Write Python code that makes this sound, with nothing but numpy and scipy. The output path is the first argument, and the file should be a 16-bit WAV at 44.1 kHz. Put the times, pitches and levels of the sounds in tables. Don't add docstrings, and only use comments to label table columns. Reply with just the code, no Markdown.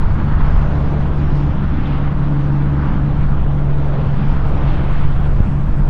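import sys
import numpy as np
from scipy import signal
from scipy.fft import irfft
from scipy.io import wavfile
from scipy.ndimage import uniform_filter1d

SR = 44100
rng = np.random.default_rng(int(sys.argv[2]) if len(sys.argv) > 2 else 0)


def transcribe(signal):
    frames = np.atleast_2d(signal).T
    limited = np.clip(frames, -1, 1)
    pcm = np.round(limited * 32767).astype(np.int16)
    wavfile.write(sys.argv[1], SR, pcm)


def rack_gain(trim_db):
    fader = np.asarray(trim_db, float)
    return 10 ** (fader / 20)


N = 259749
T = np.arange(N) / SR

# t/s, f/Hz
CRANK_SPEED = [(0, 24.05), (1.2, 23.99), (1.5, 23.85), (2.0, 23.74), (3.3, 23.67), (3.6, 23.58),
               (4.2, 23.5), (5.2, 23.48), (5.89, 23.42)]
# t/s, level/dB
EXHAUST_NOTE = [(0, -24), (.6, -25), (.8, -21), (1.35, -20), (1.6, -24.5), (2.0, -21), (2.35, -16.5),
                (2.8, -18.5), (3.3, -18.5), (3.7, -19), (4.15, -20.5), (4.5, -20.5), (5.2, -20.5),
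                (5.89, -23)]
HIGH_ORDERS = (11, 12, 13)
# order, start level/dB, midway level/dB, end level/dB
WEAK_ORDERS = [(4, -42, -38, -35.5), (5, -46.5, -36.5, -41), (8, -34, -37.5, -33.5), (9, -35.5, -42.5, -41)]
# t/s, length/s, rise/dB, f/Hz
FLANK_VIEWS = [(.35, 0.17, 9.5, 284), (.8, 0.11, 11, 284), (1.45, 0.17, 10, 284), (1.85, 0.17, 11, 279.5),
               (2.25, 0.29, 11, 274.8), (2.5, 0.39, 11, 306.4), (2.95, 0.27, 8, 275.6), (3.1, 0.27, 8, 308),
               (3.75, 0.25, 7, 311), (3.8, 0.27, 6, 256), (4.6, 0.32, 9.5, 279)]
# t/s, length/s, change/dB, f/Hz
EDDY_FADES = [(.14, 0.063, -2, 142), (.42, 0.08, -6, 90), (1.4, 0.049, -5, 71), (1.82, 0.052, -8.5, 142),
              (2.0, 0.08, -7, 71), (2.31, 0.14, -12, 71), (2.94, 0.066, -6.5, 142), (3.42, .04, -8, 142),
              (4.03, .12, -8.5, 71), (4.76, 0.078, -11.5, 100), (5.43, 0.056, -4.5, 142),
              (5.74, 0.043, -10, 71)]

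# f/Hz, level/dB per Hz
RUMBLE_COLOUR = [(30, -17.5), (60, -4.5), (170, -3.5), (210, -7), (260, -14), (340, -15.5), (420, -30.5),
                 (600, -51.5)]
LOW_ROAR_COLOUR = [(200, -17), (350, -2), (450, -2.5), (650, -3.5), (850, -9), (1200, -24.5), (2000, -44.5)]
ROAR_COLOUR = [(500, -23.5), (800, -2), (1000, -1), (1450, -4.5), (1700, -9.5), (2200, -19.5), (3500, -46)]
HISS_COLOUR = [(1200, -18), (1900, -1.5), (2500, -2.5), (3400, -7), (4300, -15.5), (5500, -29),
               (7000, -43.5)]
# t/s, length/s, swell/dB, f/Hz where it swells most
VEHICLES = [(.05, 0.09, 3, 1494), (.47, 0.23, 7.5, 1480), (.75, 0.21, 5.5, 402), (1.05, 0.14, 4, 452),
            (1.15, 0.48, 2, 1810), (1.7, 0.11, -3, 450), (1.87, 0.13, 5, 2580), (2.08, 0.035, 3, 1510),
            (2.85, 0.13, 4, 1370), (3.5, 0.22, -3.5, 1630), (3.9, .2, 4.5, 490), (4.3, 0.29, 3.5, 2240),
            (4.65, 0.38, 4.5, 673), (4.73, 0.15, 5.5, 2820), (4.98, .1, 7.5, 1990), (5.38, 0.095, -1, 150),
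            (3.35, 0.14, 2, 1200), (5.62, .15, -3.5, 700), (5.65, .12, -3, 200), (1.8, .1, 4, 190),
            (5.8, 0.47, -3, 2220)]

# f/Hz, level/dB per Hz
HEAVE_COLOUR = [(1, -14), (4, -7), (8, -4.5), (12, -1), (17, -5), (25, -19.5), (40, -41.5)]
BUFFET_COLOUR = [(10, -23), (18, 0), (22, -8.5), (30, -1), (50, -8), (80, -16), (150, -20.5), (300, -57)]
# t/s, length/s, rise/dB, f/Hz
WIND_GUSTS = [(.05, 0.057, 10.5, 18), (.13, 0.058, 12, 36), (.37, 0.048, 10.5, 36), (.44, 0.061, 13, 17.5),
              (.58, 0.056, 14.5, 28), (.7, 0.034, 3, 46), (1.12, 0.066, 6, 35), (1.33, .08, 6.5, 14),
              (2.05, 0.073, 3, 8.3), (2.3, 0.087, 0, 7.7), (2.77, .06, -11.5, 10), (2.9, .05, 5.5, 15),
              (3.08, .04, 3, 10), (3.23, 0.046, 8.5, 15), (3.35, 0.12, 6.5, 9.3), (3.46, .04, 7, 32),
              (3.75, 0.16, 7, 10), (4.05, 0.033, 5.5, 30), (4.31, 0.054, 8.5, 26), (4.5, 0.27, 7, 14),
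              (4.68, 0.072, 4.5, 23), (5.0, 0.24, 8.5, 11), (5.05, 0.052, 9, 21), (5.18, 0.056, 5, 10),
              (5.3, 0.067, 8.5, 43), (5.39, 0.083, 12, 26), (5.71, 0.043, 13, 41), (5.81, 0.063, 19, 14.6)]
# t/s, height level/dB, length/s
GUST_SLAPS = [
    (5.4057, 5.5, 0.0021),
]

# f/Hz, level/dB per Hz
SOUGH_COLOUR = [(3200, -19), (4300, -1), (5000, -0.5), (6000, -4), (7500, -12), (8500, -28.5), (10000, -34)]
RUSTLE_COLOUR = [(5500, -30.5), (7000, -4), (8000, -4), (9650, -5.5), (10000, -14), (11500, -19),
                 (13000, -41.5)]
# t/s, length/s, rise/dB, f/Hz
LEAF_STIRS = [(.1, 0.28, 3.5, 4880), (.58, 0.16, 7.5, 5960), (.95, 0.29, 3.5, 5450), (1.2, .05, 1, 8500),
              (1.35, 0.16, 7, 6000), (1.7, .1, 0, 9000), (2.25, .08, 0.5, 9140), (2.45, 0.16, 8, 7000),
              (2.8, .1, 3, 5000), (3.15, 0.14, 4.5, 9050), (3.45, 0.12, -3, 4950), (3.62, 0.18, 6.5, 8950),
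              (4.25, .2, 4, 6000), (4.5, .04, 9, 8040), (4.7, 0.14, 0.5, 4940), (4.94, .04, 4, 7000)]
# t/s, peak level/dB, lowest f/Hz, highest f/Hz, time to fall 60 dB/s
TWIG_TICKS = [(.098, -66.5, 7030, 11900, .008), (1.296, -67, 8100, 13000, .006),
              (1.373, -51, 1210, 9400, 0.017), (1.34, -48, 2500, 5560, 0.42), (1.855, -36, 3200, 3800, .06),
              (1.903, -42, 2200, 3800, 0.011), (2.205, -56, 6100, 11000, .008),
              (3.352, -50, 6100, 10500, 0.012), (4.469, -61, 5000, 10000, 0.0073),
              (4.493, -47.5, 4020, 13000, 0.013), (4.665, -47, 3080, 4540, 0.38),
              (5.235, -41, 2480, 3600, 0.17), (4.782, -36, 2620, 3300, .025),
              (4.983, -46, 2300, 5010, .015), (5.041, -40, 2000, 3600, 0.013),
              (5.402, -58, 2000, 9000, 0.011), (5.750, -56, 5022, 10500, 0.015)]


def truck():
    crank_hz, double_db = curve(CRANK_SPEED), curve(EXHAUST_NOTE)
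    turns = 2 * np.pi * np.cumsum(crank_hz) / SR
    levels = {3: -20 - 0.9 * T, 6: double_db}
    for order in HIGH_ORDERS:
        echo_db = -1.5 * ((order * crank_hz - 284) / 24) ** 2
        flank_db = swells(FLANK_VIEWS, order * crank_hz.mean(), octaves=0.12)
        levels[order] = -43.5 + echo_db + flank_db
    for order, *db in WEAK_ORDERS:
        levels[order] = np.interp(np.arange(N), [0, N / 2, N], db)
    out = np.zeros(N)
    for order, db in levels.items():
        fade_db = swells(EDDY_FADES, order * crank_hz.mean(), octaves=0.6)
        level = rack_gain(db + fade_db - 0.03 + 0.8 * wander(rate_hz=11.0))
        sway = 0.03 * order * wander(rate_hz=3.0)
        start_phase = 2 * np.pi * rng.random()
        out += np.sqrt(2) * level * np.sin(order * turns + start_phase + sway)
    return out


def tyres():
    rumble_db, low_db, roar_db, hiss_db = (swells(VEHICLES, hz, octaves=0.81) for hz in (140, 520, 1150, 2600))
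    rumble = rack_gain(-23 + rumble_db) * noise(RUMBLE_COLOUR, patchy_db=1.77, size=4096)
    low_roar = rack_gain(-34.1 + low_db) * noise(LOW_ROAR_COLOUR, patchy_db=-0.66)
    roar = rack_gain(-35 + roar_db) * noise(ROAR_COLOUR, patchy_db=0.76)
    hiss = rack_gain(-46.5 + hiss_db) * noise(HISS_COLOUR, patchy_db=1.26)
    flutter_db = 0.78 * wander(rate_hz=32)
    return rumble + low_roar + rack_gain(flutter_db) * (roar + hiss)


def wind():
    heave_db = -20.04 + swells(WIND_GUSTS, 11, octaves=1.3)
    buffet_db = -22.5 + swells(WIND_GUSTS, 25, octaves=1.3)
    swings = np.tanh(1.3 * noise(HEAVE_COLOUR, patchy_db=-1.0, size=8192))
    out = rack_gain(heave_db) * evened(swings)
    out += rack_gain(buffet_db) * noise(BUFFET_COLOUR, patchy_db=1.1, size=8192)
    for start, db, length in GUST_SLAPS:
        u = (T - start) / length
        out = out * (1 - np.exp(-(u / 6) ** 2))
        push = np.exp(-(u / np.where(u < 0, 0.6, 1.4)) ** 2)
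        suck = 0.16 * np.exp(-(u + 1.4) ** 2 / 0.5)
        out += rack_gain(db) * (push - suck)
    return out


def leaves():
    near_tree_s, rise_s = 4.68, 0.25
    near_db = 13.5 / (1 + np.exp((near_tree_s - T) / rise_s))
    sough_db = -64 + 0.15 * near_db + swells(LEAF_STIRS, 5200, octaves=0.52)
    rustle_db = -80.9 + near_db + swells(LEAF_STIRS, 8700, octaves=0.52)
    sough = rack_gain(sough_db) * noise(SOUGH_COLOUR, patchy_db=2.5)
    return sough + rack_gain(rustle_db) * noise(RUSTLE_COLOUR, patchy_db=3.0)


def twigs():
    out = np.zeros(N)
    t = np.arange(6000) / SR
    for start, db, low_hz, high_hz, t60 in TWIG_TICKS:
        band = signal.butter(4, [low_hz, high_hz], "band", fs=SR, output="sos")
        burst = evened(signal.sosfilt(band, rng.standard_normal(len(t))))
        onset = np.minimum(t / (0.0008 + 0.043 * t60), 1)
        out[round(start * SR):][:len(t)] += burst * rack_gain(db - 60 * t / t60) * onset
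    return out


def swells(rows, layer_hz, octaves):
    t = np.arange(0, N + 64, 64) / SR
    start, length, db, hz = np.transpose(rows)[:, :, None]
    distance = np.log2(layer_hz / hz) / octaves
    total = (db * np.exp(-((t - start) / length) ** 2 - distance ** 2)).sum(0)
    return np.interp(T, t, total)


def noise(colour, patchy_db, size=1024):
    frames, hz = 4 * N // size + 6, np.fft.rfftfreq(size, 1 / SR)
    a, b, patches = rng.standard_normal((frames, len(hz), 3)).T
    patches = uniform_filter1d(patches, size=14, axis=0)
    patches = evened(uniform_filter1d(patches, size=12, axis=1))
    f, db = np.transpose(colour)
    shape_db = np.interp(np.log(hz + 0.1), np.log(f), db, left=-150, right=-150)
    z = (a + 1j * b) * rack_gain(shape_db[:, None] + patchy_db * patches)
    return evened(signal.istft(z, nperseg=size, noverlap=size * 3 // 4)[1][:N])


def wander(rate_hz):
    hz = np.fft.rfftfreq(N + 1, 1 / SR)
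    z = rng.standard_normal((len(hz), 2)) @ [1, 1j]
    return evened(irfft(z * np.exp(-(hz / rate_hz) ** 2), N + 1)[:N])


def curve(rows):
    t, value = np.transpose(rows)
    return np.interp(T, t, value)


def evened(x):
    return x / np.sqrt(np.mean(x ** 2) + 1e-20)


def scene():
    return (truck() + tyres() + wind() + leaves() + twigs())[None]


def gain_control(dry):
    lag = np.exp(-1 / (0.006 * SR))
    power = signal.lfilter([1 - lag], [1, -lag], dry ** 2)
    power_db = 10 * np.log10(power + 1e-9)
    over_db = 1.62 * np.logaddexp(0, (power_db + 18.0) / 1.58)
    cut_db = 0.44 * uniform_filter1d(uniform_filter1d(over_db, size=150), size=100)
    low = signal.sosfiltfilt(signal.butter(2, 350, fs=SR, output="sos"), dry)
    return low / rack_gain(cut_db - 2.5) + (dry - low) / rack_gain(0.2 * cut_db + 0.49)


def thin_treble(x):
    hz, _, z = signal.stft(x, SR, nperseg=1024, padded=True)
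    power = uniform_filter1d(uniform_filter1d(abs(z) ** 2, size=5, axis=1), size=2, axis=2)
    level_db = 10 * np.log10(power + 1e-18)
    faint = (level_db < -99.0) & (hz[:, None] > 6000)
    thinned = signal.istft(z * np.where(faint, rack_gain(-6.5), 1), SR, nperseg=1024)[1][:, :N]
    hiss_db = -89.0 + 3.5 * (1.5 + np.tanh(4.0 * (wander(rate_hz=14.0) - 0.7)))
    return thinned + rack_gain(hiss_db) * rng.standard_normal(x.shape)


def low_pass(x):
    return signal.sosfilt(signal.butter(12, 15720, fs=SR, output="sos"), x)


def record(dry):
    mix = np.clip(thin_treble(gain_control(dry)), -0.998, 0.998)
    return low_pass(mix)


dry = scene()
out = record(dry)
transcribe(out)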